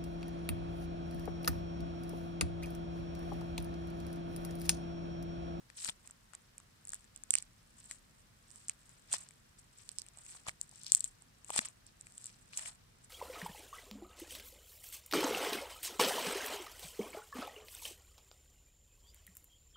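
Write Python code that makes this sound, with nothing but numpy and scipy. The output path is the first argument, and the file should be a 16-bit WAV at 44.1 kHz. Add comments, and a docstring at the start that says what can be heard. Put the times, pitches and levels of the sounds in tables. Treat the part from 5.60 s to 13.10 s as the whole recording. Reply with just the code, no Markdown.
"""Two hands pull and squeeze soft clay with a dried crust, close to a pair of small microphones in a quiet room.
Single snaps are tiny noise bursts that ring each microphone port near 8 kHz and a hollow in the clay.
Clumped random cracks make the dense crackle of each pull; a few soft low jolts mark a sticky seam letting go.
The table top sends back an early echo with a short tail; under it all lie room rumble and microphone hiss,
made of noise in half-octave bands."""
import sys
import numpy as np
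from scipy import signal
from scipy.io import wavfile

SR = 44100
rng = np.random.default_rng(int(sys.argv[2]) if len(sys.argv) > 2 else 0)


def inscribe(sig):
    """Save sig as 16-bit PCM at rate SR to the path in sys.argv[1].

    A 1-D sig is mono; a 2-D sig holds one channel per row.
    Samples are clipped to [-1, 1] before scaling.
    """
    pcm = np.round(np.clip(np.atleast_2d(sig).T, -1, 1) * 32767)
    wavfile.write(sys.argv[1], SR, pcm.astype(np.int16))


def gain_from_decibels(decibels):
    """Convert decibel values to linear amplitude factors."""
    exponent = np.asarray(decibels, float) / 20
    return 10 ** exponent


N = 330564

# Room rumble and microphone hiss. Each row: frequency in Hz, relative noise density in dB per Hz.
ROOM_TONE = [(21, -21), (36, -5.5), (75, -11.5), (105, -6.5), (220, -13), (263, -19.5), (1130, -23.5),
             (1280, -18.5), (2190, -25), (8670, -30), (16000, -38.5)]
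# How alike the room is at both microphones. Each row: frequency in Hz, left-right correlation (-1 to 1).
ROOM_LIKENESS = [(60, .96), (130, .9), (290, .2), (640, -.3), (1400, 0)]
# The microphone ports, left then right. Each row: ring in Hz, ring width in Hz, skirt width in Hz.
MIC_PORTS = [(7796, 2900, 1400), (8080, 1700, 1600)]
# Pulls and squeezes that tear the crust. Each row: peak time in seconds, length in seconds, fine cracks in dB,
# coarse cracks over fine in dB, coarse brightness in dB per octave over that of the held clay.
CRUST_PULLS = [(0.184, 0.07, -52.5, -3, 2), (0.222, 0.13, -43.5, -10, 0), (0.254, 0.07, -40, -4, -1),
               (0.288, 0.035, -39.5, 2.5, -4), (0.461, 0.068, -61, -1.5, -8.5), (0.744, 0.036, -57, 0, -7),
               (1.338, 0.13, -56, -6, -3), (1.444, 0.38, -73.5, -2, -1), (1.724, 0.03, -46.5, -13, 14),
               (1.767, 0.11, -49.5, -2, -1), (2.192, 0.11, -57.5, -12, -4), (2.25, 0.13, -59.5, -7, -3),
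               (2.313, 0.09, -50.5, -6, -4), (2.602, 0.08, -67, -16, 6), (2.984, 0.38, -61, -8, -1),
               (3.11, 0.051, -58, -1.5, -3), (3.33, 0.87, -69.5, -2, -6), (3.536, 0.063, -35, -1.5, -2.5),
               (3.616, 0.16, -56, -5.5, -6), (3.988, 0.051, -56, -10, 0), (4.203, 0.078, -55.5, -3, -1),
               (4.3, 0.69, -65, -6.5, 1), (4.398, 0.035, -58.5, 8, 19), (4.596, 0.26, -64, -3, -9.5),
               (4.699, 0.21, -51, -8, -2), (4.749, 0.13, -53, -15, -14), (4.885, 0.047, -44, 0, -6),
               (5.03, 0.076, -54.5, -19, 2.1), (5.195, 0.31, -59, -2.7, 0.9), (5.269, 0.082, -61, 12, 5.5),
               (5.294, 0.03, -54, 7, 7.5), (5.333, 0.027, -39, -8, -1.5), (5.37, 0.14, -44.5, -10.5, -1),
               (5.459, 0.079, -46, -13.5, -3), (5.933, 0.13, -44, -7.5, -4.5),
               (5.957, 0.058, -38, -5.5, -6.5), (5.979, 0.03, -32.5, -3, -3), (6.014, 0.09, -48, -3, -3.5),
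               (6.054, 0.04, -42.5, -1.5, -4), (6.092, 0.04, -56, -5, -10), (6.277, 0.047, -66, 7, 5),
               (6.58, 0.66, -62, -20, 9), (6.651, 0.24, -61.5, -0.5, -1.5), (6.943, 0.077, -57.5, 0, 1),
               (6.99, 0.13, -42, -5.5, -4.7), (7.065, 0.098, -44.5, -5.5, -6),
               (7.447, 0.037, -56, -18, 2.5)]
# Cracks while the clay is only held: fine level in dB, coarse level in dB.
HELD_DB = (-77.5, -78)
# Single snaps of the crust. Each row: start in seconds, peak at the port ring in dB, hollow pitch in Hz,
# hollow over that peak in dB, left over right in dB (a snap uses at most 16 either way).
CRUST_SNAPS = [(0.1009, -47, 1890.0, 7.5, 7), (0.1762, -43, 3920.0, 0, 4.5), (0.2018, -38, 4480.0, -5, 10),
               (0.2085, -37, 3800.0, -12.0, 8), (0.2137, -39, 3400.0, -11, 4),
               (0.2236, -41, 3830.0, -2, 9.5), (0.2465, -21, 4610.0, -15, 10.5),
               (0.2581, -36.5, 1460.0, -2, 11), (0.2657, -37, 4570.0, 0, 12.5),
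               (0.2773, -34, 4740.0, 3, 12), (0.2852, -44, 5170.0, 9, 4), (0.2896, -34, 5080.0, 1.5, 8),
               (0.2958, -28.5, 3490.0, 4.5, 7), (0.4748, -35.5, 2450.0, -19, -8.5),
               (0.499, -55, 1450, 7.5, -9), (0.5097, -34.5, 5040.0, -27, 2), (0.735, -42.5, 1460.0, -3, 16),
               (0.7507, -32.5, 4130.0, -13, -8), (0.981, -32, 2370.0, -20.5, -3),
               (1.001, -44.5, 1200.0, -7, 1), (1.2522, -35, 4520.0, -23, 0.5),
               (1.2727, -34.5, 1940.0, -22, 0.0), (1.2828, -35, 4610.0, -21.0, 1.5),
               (1.2922, -27.5, 4520.0, -22, -1.0), (1.3036, -35, 4570.0, -15, -3),
               (1.3201, -30, 4440.0, -25.0, 4), (1.3338, -25.5, 1720.0, -11.5, 1),
               (1.3442, -25.5, 5300.0, -20, 1), (1.354, -37, 2980.0, -17, 3),
               (1.4432, -48.0, 1850.0, -13, 10), (1.5617, -34, 3270.0, -13.5, -8),
               (1.5755, -45, 4870.0, -10.5, -10.5), (1.6366, -30, 1680.0, -22, 4.5),
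               (1.7064, -10, 3530.0, -15.5, -9.0), (1.7347, -31, 2800.0, -14, 3),
               (1.739, -13.5, 2710.0, -12.5, -11.5), (1.7536, -10.5, 2630.0, -14.5, -6),
               (1.7539, -45, 750, 3.5, 10), (1.7779, -36, 2890.0, -4, -12), (1.7849, -23, 4690.0, -3.5, -7),
               (1.8049, -45.0, 2330.0, -12, -16.0), (1.8247, -30, 2370.0, -19, -7),
               (2.2423, -43, 5210.0, -12, -7), (2.3114, -41, 2040, 4, -4), (2.3117, -26, 4390.0, -13, 7),
               (2.9049, -48, 5300.0, -1, -12), (2.914, -41.5, 3060.0, -19, -9),
               (2.9587, -39, 3190.0, -20, -10), (3.0834, -24, 5300.0, -13, 3.0),
               (3.0961, -17.5, 2500.0, -14, -4.5), (3.2933, -43, 5300.0, -13, 10),
               (3.5151, -35, 2670.0, -19, -11), (3.529, -16, 4350.0, -10, -8),
               (3.5397, -22, 1030.0, -5.5, 4), (3.5471, -31.0, 3000.0, -14.0, -4),
               (3.5515, -34, 4910.0, -3.5, 2.5), (3.5668, -33, 3880.0, -7, -7),
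               (3.5831, -37.5, 5040.0, -11.0, -13), (3.6881, -40.5, 5040.0, -5, 2),
               (3.7086, -45.5, 2280.0, -3.5, 7), (4.1856, -43, 5000.0, -16, 10),
               (4.291, -31.5, 4390.0, -3, -12), (4.3166, -41.5, 2840.0, -22, -17),
               (4.3854, -27.5, 5170.0, -3, -16), (4.3954, -36, 5210.0, -9.5, -4),
               (4.3991, -44, 5170.0, -15, 2), (4.4182, -35, 4910.0, 0, -10), (4.4646, -43.5, 2630.0, -7, 8),
               (4.486, -39, 4220.0, -8, 9), (4.5732, -39.0, 780.0, -16, -4),
               (4.5863, -38.5, 4180.0, -8, -8), (4.6644, -39, 2710.0, -8.5, 10),
               (4.7504, -51.5, 1120.0, 4.5, 2), (4.8675, -42.5, 1160.0, 8, 0),
               (4.8762, -32, 2020, -6, -2.0), (4.8809, -30, 4880, -12, -7),
               (4.8847, -25.5, 860.0, -7.5, 8.5), (4.8932, -29, 2200.0, 1, -2),
               (5.0132, -23, 5300.0, -32, 10.5), (5.0928, -39, 4610.0, -16, 3),
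               (5.1136, -46, 5040.0, -5, 9.0), (5.1264, -61, 860.0, 8, 6), (5.1584, -39.5, 5000.0, -18, 10),
               (5.2344, -32, 4260.0, -18, 7), (5.246, -39.5, 4570.0, 0, 2), (5.2618, -44, 4520.0, -2, 1),
               (5.2654, -32.5, 4910.0, 5.5, 4), (5.2813, -40, 4870.0, -12.0, 15),
               (5.3201, -5.5, 4520.0, -12.5, 7.5), (5.3231, -30, 4350.0, -15, -12.5),
               (5.3298, -39, 5300.0, -16.5, -1), (5.349, -3.5, 4390.0, -17, 5.5),
               (5.3576, -27, 5300.0, -12, 13.5), (5.3666, -32.0, 4820.0, -12, 5),
               (5.3779, -36.5, 5300.0, -11.5, 16), (5.395, -31.5, 5300.0, -18.0, 10),
               (5.4063, -18.5, 4820.0, -12, 7.5), (5.4428, -17.5, 4310.0, -16, 8.5),
               (5.4493, -28, 3320.0, -24, 2), (5.6217, -41, 820.0, -16, -4),
               (5.8462, -36.5, 2630.0, -16, 8), (5.8847, -41, 3360.0, -14.5, 8.0),
               (5.8944, -46.5, 1080.0, 5, 15), (5.9036, -27.5, 900.0, 0.5, 4.5),
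               (5.9619, -19, 860.0, -12.5, 12), (5.9811, -29, 5300.0, -9.5, -2.5),
               (5.9908, -16.5, 1980.0, 3, 2.5), (6.0174, -34, 900.0, -11, 4.5),
               (6.0495, -36.5, 3230.0, -0.5, -9), (6.0859, -35.5, 2500.0, -14, 10),
               (6.2661, -40.5, 5300.0, -14, -2), (6.4107, -34.5, 3920.0, -19, -9),
               (6.4691, -42.5, 2370.0, 0, 8), (6.5219, -45.5, 5040.0, -7, 5.0),
               (6.5796, -30.5, 3230.0, -15, 0), (6.614, -41.0, 5000.0, -16.0, 5.0),
               (6.6425, -32, 4180.0, -14, 4.5), (6.6576, -31.5, 4690.0, -16, 11),
               (6.6669, -30.5, 5080.0, -11, 1), (6.6943, -52, 2330.0, 4, -3),
               (6.9334, -54.5, 2540.0, 17, 4), (6.9739, -19, 2500.0, -16, 0.5),
               (6.9762, -22, 4310.0, -15, -5), (6.9939, -28.0, 2580.0, -11, 1),
               (7.0238, -35, 2370.0, -22, 5), (7.0585, -41, 2280.0, 4, 14),
               (7.0713, -41, 5210.0, -1.5, -2.5), (7.086, -33, 4530.0, -12.0, 0.0)]
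# The hands drift sideways. Each row: time in seconds, lag of a snap at the right microphone in ms.
HAND_LAGS = [(0.0, 0.44), (0.35, 0.089), (0.7, 0.0003), (1.7, 0.096), (3.3, -0.041), (4.5, 0.12),
             (5.3, 0.25), (7.5, 0.29)]
# The lump jolts as a sticky seam lets go. Each row: start in seconds, peak in dB, pitch in Hz.
SEAM_JOLTS = [(0.288, -47, 188), (4.882, -47, 116), (5.99, -38, 230)]


def in_time(rows):
    """Joins each column by straight lines, sample by sample."""
    s, *columns = np.transpose(rows)
    return [np.interp(np.arange(N) / SR, s, column) for column in columns]


def at_hz(points, hz):
    """Reads a table on a log-frequency axis."""
    table_hz, values = np.transpose(points)
    return np.interp(np.log(hz), np.log(table_hz), values)


def rms_one(x):
    """Scales to unit rms."""
    return x / np.sqrt(np.mean(x ** 2) + 1e-20)


def band(x, low_hz, high_hz):
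    """Butterworth band-pass."""
    sos = signal.butter(2, [low_hz, min(high_hz, .48 * SR)], "band", fs=SR, output="sos")
    return signal.sosfilt(sos, x)


def resonance(x, hz, width_hz):
    """Two-pole resonance with gain 1 on top."""
    r = np.exp(-np.pi * width_hz / SR)
    zeros = np.array([1, 0, -1]) * (1 - r * r) / 2
    poles = [1, -2 * r * np.cos(2 * np.pi * hz / SR), r * r]
    return signal.lfilter(zeros, poles, x + 1e-18)


def sides(pan_db):
    """Left and right gains for a left-right difference in dB."""
    return gain_from_decibels(np.array([pan_db / 2, -pan_db / 2]))


def drift(knots_per_s):
    """Slow chance with spread 1: random knots joined by straight lines."""
    knots = rng.standard_normal(1200)
    line = np.interp(np.arange(N) / SR * knots_per_s, np.arange(len(knots)), knots)
    return line * np.sqrt(1.5)   # makes up for the spread lost between knots


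def room(level_db=-65.5, waver_db=1.0):
    """Half-octave bands of rumble and hiss, most alike on both sides in the bass, where the level wavers."""
    out, edges = 0, 22 * 2 ** np.arange(0, 10.1, .5)
    white = rng.standard_normal((2, 2, N + 8192))
    for k, (low, high) in enumerate(zip(edges, edges[1:])):
        # neighbouring bands draw on separate noise; the filter's start is thrown away
        mid, side = band(white[k % 2], low, high)[:, 8192:]
        hz = np.sqrt(low * high)
        alike = np.clip(at_hz(ROOM_LIKENESS, hz), -1, 1)
        gain = gain_from_decibels(at_hz(ROOM_TONE, hz) + waver_db * drift(2.5) * (hz < 400))
        out = out + gain * (np.sqrt(1 + alike) * mid + np.sqrt(1 - alike) * side * [[1], [-1]])
    return gain_from_decibels(level_db) * rms_one(out)


def ports(x):
    """Each microphone port rings as a small cavity and rolls off above 12 kHz."""
    rung = []
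    for side, (hz, ring_hz, skirt_hz) in zip(x, MIC_PORTS):
        rung.append(resonance(resonance(side, hz, ring_hz), hz, skirt_hz))
    return signal.sosfilt(signal.butter(2, 12000, fs=SR, output="sos"), rung)


def effort(rise_share=0.42, edge_db=17.5):
    """Pulls swell and fade evenly in dB; their powers add, and brightness is the mean weighted by coarse power."""
    t = np.arange(0, N, 32) / SR
    rest_fine, rest_coarse = gain_from_decibels(2 * np.array(HELD_DB))   # as power
    s, length, fine_db, coarse_db, tilt_db = np.transpose(CRUST_PULLS)[..., None]
    # 1 at either end of a pull, where it lies edge_db under its peak; the slopes run on beyond
    away = np.maximum((s - t) / rise_share, (t - s) / (1 - rise_share)) / length
    fine = gain_from_decibels(2 * (fine_db - edge_db * away))
    coarse = fine * gain_from_decibels(2 * coarse_db)
    fine_sum = fine.sum(axis=0) + rest_fine
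    coarse_sum = coarse.sum(axis=0) + rest_coarse
    tilt = (coarse * tilt_db).sum(axis=0) / coarse_sum
    return in_time(np.transpose([t, 10 * np.log10(fine_sum), 10 * np.log10(coarse_sum), tilt]))


def grains(per_s, spread_db, clump_db, right_lag_ms=0.2):
    """Random tiny cracks in clumps, larger where sparse; each side also hears scattered ones of its own."""
    born = rng.random((3, N)) < per_s * gain_from_decibels(clump_db * drift(140.)) / SR
    sizes = gain_from_decibels(spread_db * np.minimum(rng.exponential(1, (3, N)), 4))
    sizes = sizes * rng.choice([-1, 1], (3, N))
    shared, left, right = born * sizes / np.sqrt(per_s)
    late = np.roll(shared, round(right_lag_ms / 1000 * SR))   # shared cracks reach the right a little late
    return np.array([shared + 2.1 * left, late + 1.3 * right])


def fine_cracks(fine_db):
    """Fine cracks ring the ports, and the finest also hiss above that ring."""
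    # a gentle pull gives lone ticks, a hard one a dense sizzle
    per_s = np.clip(4000 * gain_from_decibels(1.2 * (fine_db + 47)), 100, 4000)
    small = grains(per_s, spread_db=4.0, clump_db=6.5)
    air = gain_from_decibels(-30) * band(small, 10500, 15400)
    return gain_from_decibels(fine_db) * np.array([rms_one(side) for side in ports(small) + air])


def coarse_cracks(coarse_db, tilt_db):
    """Coarser cracks are dealt among nine pitches, each a broad resonance of an opening pocket."""
    cracks = grains(per_s=4000., spread_db=4.0, clump_db=6.0)
    dealt = rng.integers(0, 9, N)
    coarse, power = 0, 0
    for k, hz in enumerate(np.geomspace(650, 5400, 9)):
        share = gain_from_decibels((tilt_db + 8.0) * np.log2(hz / 2500))   # held clay leans up 8 dB per octave
        rung = resonance(resonance(cracks * (dealt == k), hz, 0.46 * hz), hz, 0.26 * hz)
        coarse = coarse + share * rms_one(rung)
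        power = power + share ** 2
    return gain_from_decibels(coarse_db) * coarse / np.sqrt(power)


def crackle():
    """Fine and coarse cracks follow the pulls, leaning slightly to where the crust is breaking."""
    fine_db, coarse_db, tilt_db = effort()
    pan_db = 0.063 * in_time(CRUST_SNAPS)[3]
    return sides(pan_db) * (fine_cracks(fine_db) + coarse_cracks(coarse_db, tilt_db))


def echoes(x, echo_ms=1.7, echo_db=-20, scatter_db=-24, scatter_t60=0.011):
    """Adds one near reflection from the table top, then a short scattered tail (60 dB decay in seconds)."""
    lag, t = round(echo_ms / 1000 * SR), np.arange(4096) / SR
    tail = rng.standard_normal((2, 4096)) * gain_from_decibels(-60 * t / scatter_t60) * (t > .002)
    tail *= gain_from_decibels(scatter_db) / np.sqrt(np.sum(tail ** 2, axis=1, keepdims=True))
    tail[:, lag] += gain_from_decibels(echo_db)
    return x + signal.fftconvolve(x, tail, axes=1)[:, :N]


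def port_snaps(t, break_ms=0.12):
    """Each break is a noise burst, with a rattle scattered by fingers and folds, heard through the ports."""
    count = len(CRUST_SNAPS)
    burst = rng.standard_normal((count, len(t))) + 1.96 * (t == 0)
    burst = burst * np.exp(-t / (break_ms / 1000))
    rattle = rng.standard_normal((2, count, len(t))) * np.exp(-t / 0.0015)
    rattle_gain = gain_from_decibels(np.array([[[-25]], [[-21]]]))   # stronger on the shaded right side
    heard = ports(burst + rattle_gain * rattle)
    return heard / peaks(heard)


def peaks(x):
    """The peak of each snap on each side."""
    return np.abs(x).max(axis=2, keepdims=True)


def pocket(hz, t):
    """A ring that swells in its first half cycle; wide, low hollows are soft-walled and die in fewer cycles."""
    turns = hz * t
    cycles = 15 * np.sqrt(hz / 3000)   # to fall by 60 dB
    return np.sin(2 * np.pi * turns) * gain_from_decibels(-60 * turns / cycles) * (1 - np.exp(-3.0 * turns))


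def hollows(hollow_hz, t, neighbour_db=-7, ladder_top_hz=9681.36):
    """A hollow in the clay rings, and four neighbours join in on a ladder from just under its pitch."""
    hollow = pocket(hollow_hz, t)
    rungs = (np.arange(4) + rng.random((len(hollow_hz), 4))) / 4
    lowest_hz = 0.84 * hollow_hz
    for k in range(4):
        hz = lowest_hz * (ladder_top_hz / lowest_hz) ** rungs[:, k:k + 1]
        right_sign = -1 if k == 2 else 1   # one neighbour is inverted on the right
        hollow = hollow + gain_from_decibels(neighbour_db) * pocket(hz, t) * [[[1]], [[right_sign]]]
    return hollow / peaks(hollow)


def snaps(lean_db=0.5):
    """Each snap sums a port ring and a hollow, placed by level and by its lag at the right microphone."""
    s, peak_db, hollow_hz, hollow_db, pan_db = np.transpose(CRUST_SNAPS)[..., None]
    lag_ms = np.interp(s, *np.transpose(HAND_LAGS))
    t = np.arange(512) / SR
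    pan_db = np.clip(pan_db, -16, 16)
    ring = sides(pan_db) * port_snaps(t)
    hollow = gain_from_decibels(hollow_db) * sides(0.92 * pan_db + lean_db) * hollows(hollow_hz, t)
    shapes = gain_from_decibels(peak_db) * (ring + hollow)
    out = np.zeros((2, N + 1024))
    for side, start in enumerate([s, s + lag_ms / 1000]):
        np.add.at(out[side], np.round(start * SR).astype(int) + np.arange(512), shapes[side])
    return out[:, :N]


def jolts(t60=0.031, rise_ms=0.23):
    """A soft low swing, decaying 60 dB in t60 seconds, that both sides feel alike."""
    out, t = np.zeros(N), np.arange(4096) / SR
    for s, peak_db, hz in SEAM_JOLTS:
        swing = np.sin(2 * np.pi * hz * t) * gain_from_decibels(-60 * t / t60) * (1 - np.exp(-t / (rise_ms / 1000)))
        out[round(s * SR):][:4096] += gain_from_decibels(peak_db) * swing / np.abs(swing).max()
    return out


def scene():
    """Snaps and crackle with their echoes, the jolts, and the room under them."""
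    clay = snaps() + crackle()
    return echoes(clay) + jolts() + room()


def band_limit(x):
    """A steep low-pass at the top of the band."""
    return signal.sosfilt(signal.butter(12, 16690, fs=SR, output="sos"), x)


def record(dry):
    """A steep low-pass takes off the top, 60 dB down from 16.8 kHz."""
    mix = signal.sosfilt(signal.cheby2(10, 60, 16800, fs=SR, output="sos"), dry)
    return band_limit(mix)


dry = scene()
out = record(dry)
inscribe(out)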